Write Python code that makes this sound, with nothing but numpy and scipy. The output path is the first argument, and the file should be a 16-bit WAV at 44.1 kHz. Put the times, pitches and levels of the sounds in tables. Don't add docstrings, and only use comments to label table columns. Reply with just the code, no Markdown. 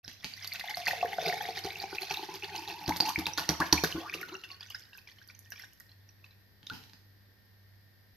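import sys
import numpy as np
from scipy import signal
from scipy.fft import rfft, irfft
from scipy.io import wavfile

SR = 44100
rng = np.random.default_rng(int(sys.argv[2]) if len(sys.argv) > 2 else 0)


def log_audio(samples):
    frames = np.atleast_2d(samples).T
    limited = np.clip(frames, -1, 1)
    pcm = np.round(limited * 32767).astype(np.int16)
    wavfile.write(sys.argv[1], SR, pcm)


N = 359944
TIME = np.arange(N) / SR


def amp(db):
    return 10 ** (np.asarray(db) / 20)


def evened(x):
    return x / np.sqrt(np.mean(x ** 2) + 1e-20)


def read(points, hz):
    f, value = np.transpose(points)
    return np.interp(np.log(hz + 1), np.log(f + 1), value)


def add(mix, s, sound):
    part = mix[..., max(round(s * SR), 0):][..., :sound.shape[-1]]
    part += sound[..., :part.shape[-1]]


def along(track, s=TIME):
    return np.interp(s, *np.transpose(track))


def colour(x, points):
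    log_gain = np.log(amp(read(points, abs(np.fft.fftfreq(2048, 1 / SR)))))
    taps = np.fft.ifft(np.exp(np.conj(signal.hilbert(log_gain)))).real
    return signal.oaconvolve(x, taps[:len(taps) // 2])[:len(x)]


def resonate(x, hz, width):
    turn = np.exp(2j * np.pi * np.cumsum(hz * np.ones(len(x))) / SR)
    r = np.exp(-np.pi * width / SR)
    smooth = signal.lfilter([1 - r], [1, -r], x / turn + 1e-18)
    return 2 * (turn * smooth).real


def sung(x, hz, width):
    return evened(resonate(resonate(x, hz, width), hz, width))


def drift(per_s):
    knots = np.arange(0, 9, 1 / per_s)
    return evened(np.interp(TIME, knots, rng.standard_normal(len(knots))))


def torn(sound, rough, per_s):
    at = np.arange(len(sound)) * per_s / SR
    flutter = np.interp(at, np.arange(256), rng.standard_normal(256))
    return sound * (1 + rough * flutter) / np.hypot(1, rough)


def ring(modes, detune=1):
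    t = np.arange(SR // 2) / SR
    return sum(amp(db - 60 * t / t60) * np.sin(2 * np.pi * hz * detune * t) for hz, db, t60 in modes)


def ticks(points, per_s, spread_db):
    clicks = (rng.random(N) < per_s / SR) * rng.choice([-1, 1], N)
    sizes = amp(spread_db * np.minimum(rng.exponential(1, N), 4))
    return evened(colour(clicks * sizes, points))


def bubble(hz, length, rise):
    t = np.arange(int(8 * length * SR) + 2) / SR
    shape = (1 - np.exp(-(t / (.4 * length)) ** 2)) * np.exp(-t / (.7 * length))
    pitch = hz * (1 + rise * (2 * np.tanh(t / length / 2) - .7))
    return shape / shape.max() * np.sin(2 * np.pi * (np.cumsum(pitch) / SR + rng.random()))


RING_S, RING_POWER = 0.0033, 0.35


def plop(hz, rise=0.036, lead=.2, stretch=1):
    length = stretch * RING_S * (hz / 1000) ** -RING_POWER
    return lead * length, bubble(hz, length, rise)


def swarm(sizes, per_s, cycles, spread_db, rise, count):
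    out = np.zeros(N)
    for hz in np.geomspace(sizes[0][0], sizes[-1][0], count):
        births = np.flatnonzero(rng.random(N) < per_s / count / SR)
        for s, (detune, life, size) in zip(births / SR, rng.random((len(births), 3))):
            db = read(sizes, hz) + spread_db * min(-np.log(1 - size), 3)
            pitch = hz * (1 + 0.14 * (detune - .5))
            add(out, s, amp(db) * bubble(pitch, cycles * 4 ** (life - .6) / hz, rise))
    return evened(out / np.sqrt(per_s))


# t/s, gurgle level/dB, fine bubbling level/dB
STREAM = [(.05, -77, -56), (.3, -73, -54), (.45, -77, -48), (.75, -53.5, -46.5), (.9, -49.5, -46),
          (1.3, -41.5, -44.5), (1.55, -46.5, -43.5), (1.8, -50, -47), (2.1, -51, -45.5),
          (2.55, -48.5, -46.5), (2.85, -44.5, -46), (3.6, -45, -45), (3.9, -54, -48), (4.25, -45.5, -52),
          (4.7, -77.5, -61), (4.85, -82.5, -63.5), (5.5, -85.5, -68), (5.53, -79, -52), (5.63, -76, -54),
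          (5.68, -85.5, -67), (6.0, -105, -78.5), (6.6, -93, -99)]
# f/Hz, level/dB
GURGLE = [(150, -15), (280, -15.5), (400, -3), (600, -4), (850, 0), (1300, -3), (2200, -6.5)]
# f/Hz, level/dB
FINE = [(1100, -22.5), (1600, -5.5), (2300, 1), (3100, -0.5), (4300, 0.5), (5200, 2), (6500, -8),
        (9000, -2), (14000, -1)]
# f/Hz, level/dB
STRAYS = [(1700, -5), (2600, 0), (4800, -2)]
# f/Hz, level/dB
SPRAY = [(300, -7), (1200, 1.5), (3000, -3), (4500, 3.5), (6000, -6.5), (8000, -7), (15000, -12)]
# f/Hz, level/dB
FIZZ = [(400, -11.5), (1500, -5), (3500, -8), (5500, 1), (8500, 1.5), (12000, -8.5), (15500, -6)]
LARGE_PER_S, SMALL_PER_S, STRAYS_PER_S = 750, 1500, 55
SMALL_RISE, STRAY_RISE = .05, .09


def stream(gurgle_db=-3.0, neck_db=-8, wake_db=-3, wake_s=0.01, fine_db=-4, stray_db=-9,
           spray_db=-10.0, fizz_db=-15, lumps_db=4, full_db=-46, tick_spread_db=4):
    start, gurgle_level, fine_level = np.transpose(STREAM)
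    gurgle = np.interp(TIME, start, gurgle_level)
    fine = np.interp(TIME, start, fine_level)
    lumps = amp(lumps_db * drift(per_s=45)) * np.clip((6.62 - TIME) / 0.17, 0, 1)
    wake = np.zeros(N)
    age = np.arange(SR // 4) / SR / wake_s
    for surge_s, _, db in THUMPS:
        lumps = lumps * amp(neck_db * np.exp(-((TIME - surge_s + 0.022) / 0.022) ** 2))
        add(wake, surge_s, amp(wake_db + db) * age * np.exp(1 - age))
    flow = np.clip(amp(fine - full_db), .2, 1)
    large = swarm(GURGLE, per_s=LARGE_PER_S * flow, cycles=3.9, spread_db=1.5, rise=0.05, count=24)
    small = swarm(FINE, per_s=SMALL_PER_S * flow, cycles=9, spread_db=3.5, rise=SMALL_RISE, count=60)
    small = small * (1 + .4 * drift(per_s=700))
    strays = swarm(STRAYS, per_s=STRAYS_PER_S, cycles=15, spread_db=3.5, rise=STRAY_RISE, count=16)
    strays = strays * flow
    spray = ticks(SPRAY, per_s=1200 * flow, spread_db=tick_spread_db)
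    fizz = ticks(FIZZ, per_s=130, spread_db=11.0)
    bright = amp(fine_db) * small + amp(stray_db) * strays + amp(spray_db) * spray + amp(fizz_db) * fizz
    low = amp(gurgle_db + gurgle) * gurgling(large)
    high = amp(fine) * glass(bright, column_db=8, overtone_db=4)
    return lumps * (low + high) + wake * large


# t/s, f/Hz
CAVITY = [(.7, 692), (1.1, 450), (1.4, 487), (1.7, 391), (2.6, 360), (2.88, 289), (3.9, 315), (4.3, 356)]


def gurgling(large, cavity_db=-4, loose_db=-6, cavity_width=150, note_width=170, sway=0.052, body_db=-11):
    pocket = sung(large, along(CAVITY) * (1 + sway * drift(per_s=23)), cavity_width)
    column = sung(large, column_hz(TIME) * (1 + sway * drift(per_s=23)), note_width)
    body = sum(amp(db) * resonate(large, hz, width) for hz, width, db in HOLLOW)
    return column + amp(cavity_db) * pocket + amp(loose_db) * large + amp(body_db) * body


# f/Hz, width/Hz, level/dB
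HOLLOW = [(79, 10, 11), (166, 16, 9)]


def glass(water, column_db, overtone_db, column_width=70, overtone_width=130):
    hz = column_hz(TIME)
    third = resonate(water, 3 * hz, overtone_width)
    fifth = resonate(water, 5 * hz, overtone_width)
    air = amp(column_db) * resonate(water, hz, column_width) + amp(overtone_db) * (third + .5 * fifth)
    return water + air + sum(amp(db) * resonate(water, f, width) for f, width, db in HOLLOW)


# t/s, height/m
HEADROOM = [(0, 0.13), (1.1, 0.12), (1.5, .114), (1.8, 0.11), (2.15, 0.1), (2.8, 0.098), (3.6, 0.091),
            (4.35, .063), (5.3, 0.045), (5.8, 0.048), (6.6, 0.024)]
SOUND_M_PER_S = 343


def column_hz(s):
    return SOUND_M_PER_S / along(HEADROOM, s) / 4


# t/s, pocket level/dB, bubble level/dB, bubble f/Hz
GULPS = [(.641, -65, -32, 815), (.772, -46, -30, 714), (.882, -37, -23.5, 853), (.932, -32.5, -24, 786),
         (1.028, -47.5, -16, 710), (1.047, -24.5, -22.5, 703), (1.185, -61, -20.5, 660),
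         (1.227, -58, -26, 577), (1.334, -49.5, -28, 680), (1.488, -33, -29, 740), (1.651, -26, -33, 784),
         (1.839, -34, -30, 784), (1.929, -33.5, -34.5, 880), (2.193, -40, -33.5, 900),
         (2.23, -37, -30, 834), (2.288, -35, -32.5, 866), (2.548, -53, -36, 865), (2.888, -21.5, -31, 930),
         (3.002, -38, -26, 850), (3.087, -45.5, -22, 926), (3.188, -30.5, -39.5, 870),
         (3.268, -48, -28.5, 910), (3.377, -32, -35.5, 738), (3.49, -27.5, -24, 490),
         (3.606, -26, -22.5, 1013), (3.729, -23.5, -18, 940), (3.837, -52, -16.5, 420),
         (3.951, -30, -45, 510), (3.978, -29, -50, 520), (4.149, -41, -33, 476)]


def gulps(pocket_db=2, bubble_db=1.0, pocket_s=0.0063, deepening=.7, bubble_s=0.004, rise=0.017,
          lead=0.19, hollow_db=-8):
    out = np.zeros(N)
    for s, low_db, high_db, hz in GULPS:
        length = pocket_s * (column_hz(s) / column_hz(0)) ** deepening
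        pocket = torn(bubble(along(CAVITY, s), length, rise=0), rough=0.27, per_s=260)
        large = torn(bubble(hz, bubble_s, rise), rough=0.24, per_s=400)
        add(out, s - lead * length, amp(pocket_db + low_db) * pocket)
        add(out, s - lead * bubble_s, amp(bubble_db + high_db) * large)
    return out + amp(hollow_db) * resonate(out, along(CAVITY), width=11)


# t/s, f/Hz, level/dB
SHORT_RINGS = [(0.059, 4050, -47), (0.082, 4530, -43), (0.3374, 4600, -33), (0.476, 4650, -31),
               (.52, 2220, -31), (.527, 4400, -29.5), (.611, 1980, -29), (0.6842, 2010, -31),
               (.741, 2010, -30.5), (0.746, 4320, -29), (0.863, 4600, -27.5), (0.869, 1960, -17.5),
               (0.882, 2560, -18.5), (0.9102, 1910, -23.5), (1.012, 2650, -26.5), (1.029, 1070, -30.5),
               (1.057, 1740, -31), (1.132, 2040, -27.5), (1.183, 1470, -32), (1.26, 2300, -25),
               (1.298, 2150, -25), (1.326, 1840, -25.5), (1.41, 1730, -30.5), (1.454, 2060, -30),
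               (1.639, 4800, -33.5), (1.7054, 2250, -32.5), (1.706, 3920, -34.5), (1.757, 2670, -31),
               (1.801, 4470, -29.5), (1.928, 1440, -36.5), (1.984, 2510, -22.5), (2.02, 4330, -31),
               (2.143, 3730, -32), (2.146, 2670, -31), (2.1714, 3870, -26.5), (2.424, 2530, -32.5),
               (2.436, 2780, -29.5), (2.563, 4140, -34), (2.579, 4980, -34), (2.6768, 3910, -32.5),
               (2.861, 4780, -32), (2.922, 2130, -26.5), (3.0067, 4590, -11.5), (3.1593, 2240, -16.5),
               (3.2573, 3780, -23.5), (3.267, 2570, -24), (3.335, 5780, -32.5), (3.383, 1390, -23),
               (3.4905, 5640, -21), (3.62, 1654, -20), (3.7268, 4300, -11), (3.7269, 5750, -14),
               (3.779, 2350, -24), (3.842, 1590, -19), (3.925, 2940, -26.5), (4.097, 2390, -28.5),
               (4.139, 2710, -26.5), (4.215, 2190, -34.5), (4.229, 1790, -33), (5.52, 5730, -43),
               (6.67, 3770, -34.5)]


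def short_rings(level_db=3.5, usual_db=-25, damping=0.077, rise=0.075):
    out = np.zeros(N)
    for s, hz, db in SHORT_RINGS:
        early, sound = plop(hz, rise, stretch=amp(damping * (usual_db - db)))
        add(out, s - early, amp(db + level_db) * sound)
    return out


# t/s, level/dB, trim of the low push/dB, decay time/s
SLAPS = [(0.444, -24, -40.5, 0.0094), (0.771, -18, -34.5, 0.0021), (0.875, -19.5, -32, 0.022),
         (1.646, -26, 4, 0.0035), (1.767, -32.5, -10, 0.0053), (2.1394, -22.5, -27, 0.0017),
         (2.878, -20.5, -8, 0.0022), (2.892, -17, 0.5, 0.0023), (2.962, -18.5, -10.5, 0.0076),
         (3.0027, -13.5, -13.5, 0.005), (3.188, -23.5, -15.5, 0.0054), (3.265, -13, -13, 0.0072),
         (3.376, -15, -26, 0.02), (3.489, -12, -17, 0.01), (3.601, -21.5, -13, 0.0025),
         (3.7254, -8.5, -12.5, 0.0039), (3.8375, -13, 1, 0.0052), (3.914, -25.5, -31, 0.0099),
         (4.14, -27, -25, 0.0072)]


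def slaps(spray_db=0, onset_s=0.00027, push_db=-7, push_hz=260, drops_db=-17, drops_s=0.016,
          drops_per_s=300, fizz_db=-7, fizz_s=.015, fizz_per_s=200):
    out, t = np.zeros(N), np.arange(SR // 8) / SR
    u = 2 * np.pi * push_hz * t
    push = np.gradient(np.gradient(u ** 3 * np.exp(-u)))
    for s, db, low_db, length in SLAPS:
        burst, drops, foam = rng.standard_normal((3, len(t)))
        drops = evened(drops * (rng.random(len(t)) < drops_per_s / SR)) * np.exp(-t / drops_s)
        shape = (1 - np.exp(-t / onset_s)) * np.exp(-t / max(length, .0005))
        spray = colour(torn(burst, rough=1.2, per_s=410) * shape + amp(drops_db) * drops, SPRAY)
        foam = colour(foam * (rng.random(len(t)) < fizz_per_s / SR) * np.exp(-t / fizz_s), FOAM)
        parts = amp(spray_db) * spray / abs(spray).max() + amp(fizz_db) * foam / (abs(foam).max() + 1e-9)
        add(out, s, amp(db) * (parts + amp(push_db + low_db) * push / push.max()))
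    return out


# t/s, length/s, first f/Hz, last f/Hz, level/dB
GLUGS = [(2.884, 0.04, 507, 1140, -37.5), (3.086, 0.036, 840, 1580, -41), (3.379, 0.011, 1210, 2400, -36.5),
         (3.501, 0.045, 400, 1100, -41.5), (3.597, .032, 805, 2154, -26), (3.769, .03, 2140, 2560, -35.5),
         (3.98, 0.137, 332, 2400, -43), (4.123, 0.025, 1430, 3040, -37.5), (4.314, 0.048, 740, 1650, -46.5)]


def glugs(width=300):
    out = np.zeros(N)
    for s, length, first_hz, last_hz, db in GLUGS:
        hz = np.geomspace(first_hz, last_hz, int(length * SR))
        rough = sung(rng.standard_normal(len(hz)), hz, width)
        add(out, s, amp(db) * rough * signal.windows.tukey(len(hz), .6))
    return out


# t/s, thump level/dB, wake level/dB
THUMPS = [(2.881, -24, -38.5), (3.002, -42.5, -43.5), (3.18, -28, -45.5), (3.267, -46.5, -43),
          (3.378, -40.5, -38.5), (3.494, -26.5, -36.5), (3.6, -31.5, -31.5), (3.727, -19.5, -33.5),
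          (3.837, -48, -42.5), (3.947, -33, -41.5)]
# f/Hz, level/dB, t60/s
TABLE = [(81, -12, 0.32), (173, -5, 0.16), (214, -6, 0.1), (307, -2.5, 0.16)]


def thumps(spread=.04):
    out = np.zeros(N)
    for (s, db, _), chance in zip(THUMPS, rng.uniform(-1, 1, len(THUMPS))):
        add(out, s, amp(db) * ring(TABLE, detune=1 + spread * chance))
    return out


# f/Hz, level/dB
FROTH = [(550, -3), (1000, -2), (1700, -1), (3000, 0)]
FROTH_PER_S = 330


def froth(level_db=-3, swell_s=0.021):
    cloud, age = np.zeros(N), np.arange(SR // 3) / SR / swell_s
    for s, _, db in THUMPS:
        add(cloud, s, amp(level_db + db) * age * np.exp(1 - age))
    return cloud * swarm(FROTH, per_s=FROTH_PER_S, cycles=11, spread_db=4.5, rise=SMALL_RISE, count=20)


# t/s, level/dB, main bubble f/Hz
DRIPS = [(4.4363, -33, 2810), (4.502, -37, 2780), (4.5143, -36.5, 4470), (4.5428, -45, 4420),
         (4.6068, -35.5, 4830), (4.627, -38, 3370), (4.7033, -33, 2910), (4.7465, -32, 5150),
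         (4.852, -52, 3840), (4.9306, -43, 2740), (4.9493, -44, 1610), (4.9802, -41.5, 2580),
         (5.0723, -41.5, 2370), (5.086, -43, 2000), (5.1146, -48.5, 4520), (5.1844, -46.5, 3090),
         (5.2145, -45, 1620), (5.2872, -44, 4690), (5.2988, -41, 2320), (5.348, -49, 6140),
         (5.5191, -34.5, 1674), (5.5581, -42, 2360), (5.5765, -44, 2360), (5.595, -39, 2040),
         (5.6355, -40, 1640), (5.8027, -46.5, 1924), (5.892, -51.5, 4150), (5.9158, -49.5, 4260),
         (6.0891, -52, 5730), (6.2415, -42.5, 2600), (6.308, -50, 4000)]


def drips(main_db=0, splash_db=-8.5, splash_s=0.0076, dent_db=-14, dent_hz=900, brood_db=-9,
          brood_s=0.022, fade_db=7, low_hz=1400, high_hz=5600, count=6):
    out, t = np.zeros(N), np.arange(SR // 20) / SR
    for s, db, hz in DRIPS:
        splash = colour(rng.standard_normal(len(t)) * np.sqrt(t) * np.exp(-t / splash_s), SPRAY)
        dent = plop(dent_hz * rng.uniform(0.67, 1.64), stretch=0.83)[1]
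        main = torn(plop(hz, rise=0.011, stretch=1.76)[1], rough=0.06, per_s=1880)
        add(out, s, amp(db + splash_db) * splash / abs(splash).max())
        add(out, s, amp(db + dent_db) * dent)
        add(out, s, amp(db + main_db) * main)
        for late, size in rng.random((count, 2)):
            small = plop(low_hz * (high_hz / low_hz) ** size, rise=0.056, stretch=1.7)[1]
            add(out, s + brood_s * late ** 2, amp(db + brood_db - fade_db * late) * small)
    return out


# t/s, f/Hz, level/dB, time scale/s, half glide as a share of the pitch
FLOATERS = [(1.253, 4850, -31.5, 0.0086, 0), (1.281, 4850, -33, 0.011, 0), (2.903, 920, -24, 0.011, 0.12),
            (4.228, 1437, -32, 0.0091, 0.051), (4.319, 376, -36.5, .03, 0.0095),
            (4.338, 1331, -36.5, 0.014, 0.034), (4.35, 2770, -33, .006, 0.015), (4.44, 2710, -42, 0.013, 0),
            (4.495, 1110, -52.5, 0.029, 0), (4.745, 1630, -33.5, 0.0073, 0.2),
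            (6.699, 1425, -30, 0.0087, 0.14)]


def floaters(level_db=0):
    out = np.zeros(N)
    for s, hz, db, length, rise in FLOATERS:
        add(out, s, amp(level_db + db) * bubble(hz, length, rise))
    return out


# t/s, level/dB
POPS = [(0.4733, -32.5), (0.5357, -33.5), (0.7567, -39), (0.8809, -42), (1.264, -36), (2.0107, -38),
        (2.968, -30), (3.0922, -26), (3.1945, -33.5), (3.603, -28.5), (3.8389, -25), (4.1335, -44),
        (4.2132, -36.5), (4.701, -42), (4.9751, -44), (5.2756, -47), (5.391, -42), (5.5042, -43),
        (5.52, -42), (5.595, -44), (5.7332, -50), (5.8, -42)]
# f/Hz, level/dB
FOAM = [(3000, -22), (6000, -8), (9000, -2), (13500, -3)]


def pops(level_db=11.0, snap_s=0.0011):
    out, t = np.zeros(N), np.arange(SR // 50) / SR
    for s, db in POPS:
        snap = colour(rng.standard_normal(len(t)) * np.exp(-t / snap_s), FOAM)
        add(out, s, amp(db + level_db) * snap / abs(snap).max())
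    return out


# t/s, level/dB, trim of the thud/dB, share sent to the room/dB
KNOCKS = [(0.079, -25, -27, -4), (0.2445, -15, -20, -3.5), (0.249, -22.5, -20, -12), (6.63, -39.5, -4, -3),
          (6.668, -31, -28, -7), (6.699, -23.5, -25, -28), (6.715, -44.5, 14.5, 7), (6.724, -35.5, 2, 1.5),
          (6.735, -29.5, -28, 3.5), (6.83, -41, -14, -5), (6.838, -35.5, -13, -4), (6.897, -39.5, -11, -10),
          (6.934, -37, -4.5, -4)]
# f/Hz, level/dB, t60/s
BOTTLE = [(178, -13, 0.14), (267, -7.5, 0.04), (416, -22, 0.12), (865, -10, 0.021)]
# f/Hz, level/dB
CRACK = [(300, 0), (1000, -11.5), (1800, -0.5), (4200, 2.5), (6000, -8.5), (9000, -13.5), (15000, -18.5)]
# f/Hz, level/dB
SWELL = [(500, -11.5), (1400, 17), (2800, 2), (3700, 9), (5200, 8), (7000, -14), (10000, 1), (13000, 11)]
SWELL_START_S, SWELL_RISE_S = 6.72, .016


def bottle(crack_db=-3, crack_s=0.0013, thud_db=-3, swell_db=-56.5):
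    direct, sent, t = np.zeros(N), np.zeros(N), np.arange(SR // 2) / SR
    for s, db, low_db, room_db in KNOCKS:
        crack = colour(rng.standard_normal(len(t)) * np.exp(-t / crack_s), CRACK)
        thud = amp(thud_db + low_db) * ring(BOTTLE)
        knock = amp(db) * (amp(crack_db) * crack / abs(crack).max() + thud)
        add(direct, s, knock)
        add(sent, s, amp(room_db) * knock)
    age = t / SWELL_RISE_S
    dense = ticks(SWELL, per_s=2000, spread_db=2)[:len(t)]
    swell = amp(swell_db) * dense * age * np.exp(1 - age)
    add(direct, SWELL_START_S, swell)
    add(sent, SWELL_START_S, swell)
    return direct, sent


# f/Hz, level/dB
EARLY = [(100, -5.5), (1000, -4), (5000, -12), (12000, -2)]


def near(x, early_s=0.014, count=40):
    taps = np.zeros((2, SR // 20))
    delays, skews = rng.uniform(.0006, .022, count), rng.uniform(-.0004, .0004, count)
    for delay, skew, sign in zip(delays, skews, rng.choice([-1, 1], count)):
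        at = [int(delay * SR), int((delay + skew) * SR)]
        taps[[0, 1], at] += sign * np.exp(-delay / early_s)
    taps = taps / np.linalg.norm(taps[0])
    echoes = signal.oaconvolve(colour(x, EARLY)[None], taps, axes=1)[:, :N]
    top = signal.sosfiltfilt(signal.butter(4, 7500, "high", fs=SR, output="sos"), x)
    paths = rng.standard_normal((2, 24)) * np.exp(-np.arange(24) / 8)
    paths = paths / np.linalg.norm(paths, axis=1, keepdims=True)
    scattered = signal.oaconvolve(top[None], paths, axes=1)[:, :N]
    return x - top + scattered + echoes


# f/Hz, t60/s
ROOM_T60 = [(100, 0.5), (400, 0.36), (1400, 0.5), (4000, 0.5), (14000, 0.58)]
# f/Hz, level/dB
ROOM_COLOUR = [(60, -7), (300, -3), (1000, 0), (3000, 0.5), (6000, -1.5), (14000, 1)]


def room(x, build_s):
    hz, t, z = signal.stft(rng.standard_normal((2, SR)), SR, nperseg=256)
    same = np.clip(read(AIR_SAME, hz), -1, 1)[:, None]
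    z[1] = same * z[0] + np.sqrt(1 - same ** 2) * z[1]
    decay_db = read(ROOM_COLOUR, hz)[:, None] - 60 * t / read(ROOM_T60, hz)[:, None]
    z *= amp(decay_db) * (1 - np.exp(-(t / build_s) ** 2))
    tail = signal.istft(z, SR, nperseg=256)[1]
    return signal.fftconvolve(x[None], tail / np.linalg.norm(tail[0]), axes=1)[:, :N]


# f/Hz, level/dB per Hz
AIR = [(25, -26.5), (45, -21.5), (70, -16), (100, -10.5), (130, -18), (200, -23), (290, -25), (1300, -35),
       (1800, -26), (2600, -37), (5000, -31), (7000, -49.5), (9500, -53), (13000, -29.5), (14000, -39.5),
       (15000, -74)]
AIR_DB = -69.5
# f/Hz, correlation
AIR_SAME = [(60, 1), (130, 0.036), (290, 0.41), (640, 0.31), (1410, 0.094), (3100, 0.039)]
# f/Hz, level/dB rms
HUM = [(98.2, -70), (99.7, -65.5), (198, -79), (1582, -85.5), (1781, -89.5), (1830, -77.5), (1928, -85)]


def still_room(hiss_db=0, hum_db=0, waver_db=1.5, wander_hz=0.42):
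    hz = np.fft.rfftfreq(N, 1 / SR)
    a, b = rfft(rng.standard_normal((2, N)))
    same = np.clip(read(AIR_SAME, hz), -1, 1)
    z = np.array([a, same * a + np.sqrt(1 - same ** 2) * b]) * amp(read(AIR, hz))
    hiss = irfft(z, N) / np.std(irfft(z.mean(0) * (hz > 250), N))
    hum = np.zeros(N)
    for f, db in HUM:
        phase = 2 * np.pi * np.cumsum(f + wander_hz * drift(per_s=11)) / SR
        hum += amp(db + waver_db * drift(per_s=2.0)) * np.sin(phase)
    return amp(AIR_DB + hiss_db) * hiss + amp(hum_db) * np.sqrt(2) * hum


# f/Hz, level/dB
MIC_LEFT = [(25, -12.5), (90, -0.5), (400, -4), (2400, -2.5), (4400, -1.5), (6100, -5.5), (7300, -15),
            (9600, -9), (11500, -5.5), (14000, -3), (15500, -32)]
MIC_RIGHT = [(25, -11.5), (90, -3.5), (400, -5.5), (2400, -3.5), (4400, 1), (6100, 7.5), (7300, -4),
             (9600, -10.5), (11500, 2.5), (14000, -1.5), (15500, -39.5)]


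def scene(churn_db=0, splashes_db=-1, water_wet_db=-9.0, bottle_wet_db=5):
    splashes = glass(short_rings() + gulps() + slaps() + glugs(), column_db=-2, overtone_db=-19.5)
    splashes = splashes + glass(drips(), column_db=-10, overtone_db=-3)
    water = amp(churn_db) * stream() + amp(splashes_db) * splashes
    water = water + pops() + thumps() + floaters() + froth()
    plastic, plastic_sent = bottle()
    water_walls = amp(water_wet_db) * room(water, build_s=0.014)
    bottle_walls = amp(bottle_wet_db) * room(plastic_sent, build_s=0.0033)
    left, right = near(water + plastic) + water_walls + bottle_walls
    return np.array([colour(left, MIC_LEFT), colour(right, MIC_RIGHT)]) + still_room()


EDGE_HZ = 15700


def record(dry):
    opened = dry * np.clip((TIME - .03) / 0.028, 0, 1)
    lowpass = signal.firwin(255, EDGE_HZ, window=("kaiser", 9), fs=SR)
    return signal.oaconvolve(opened, lowpass[None], "same")


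dry = scene()
out = record(dry)
log_audio(out)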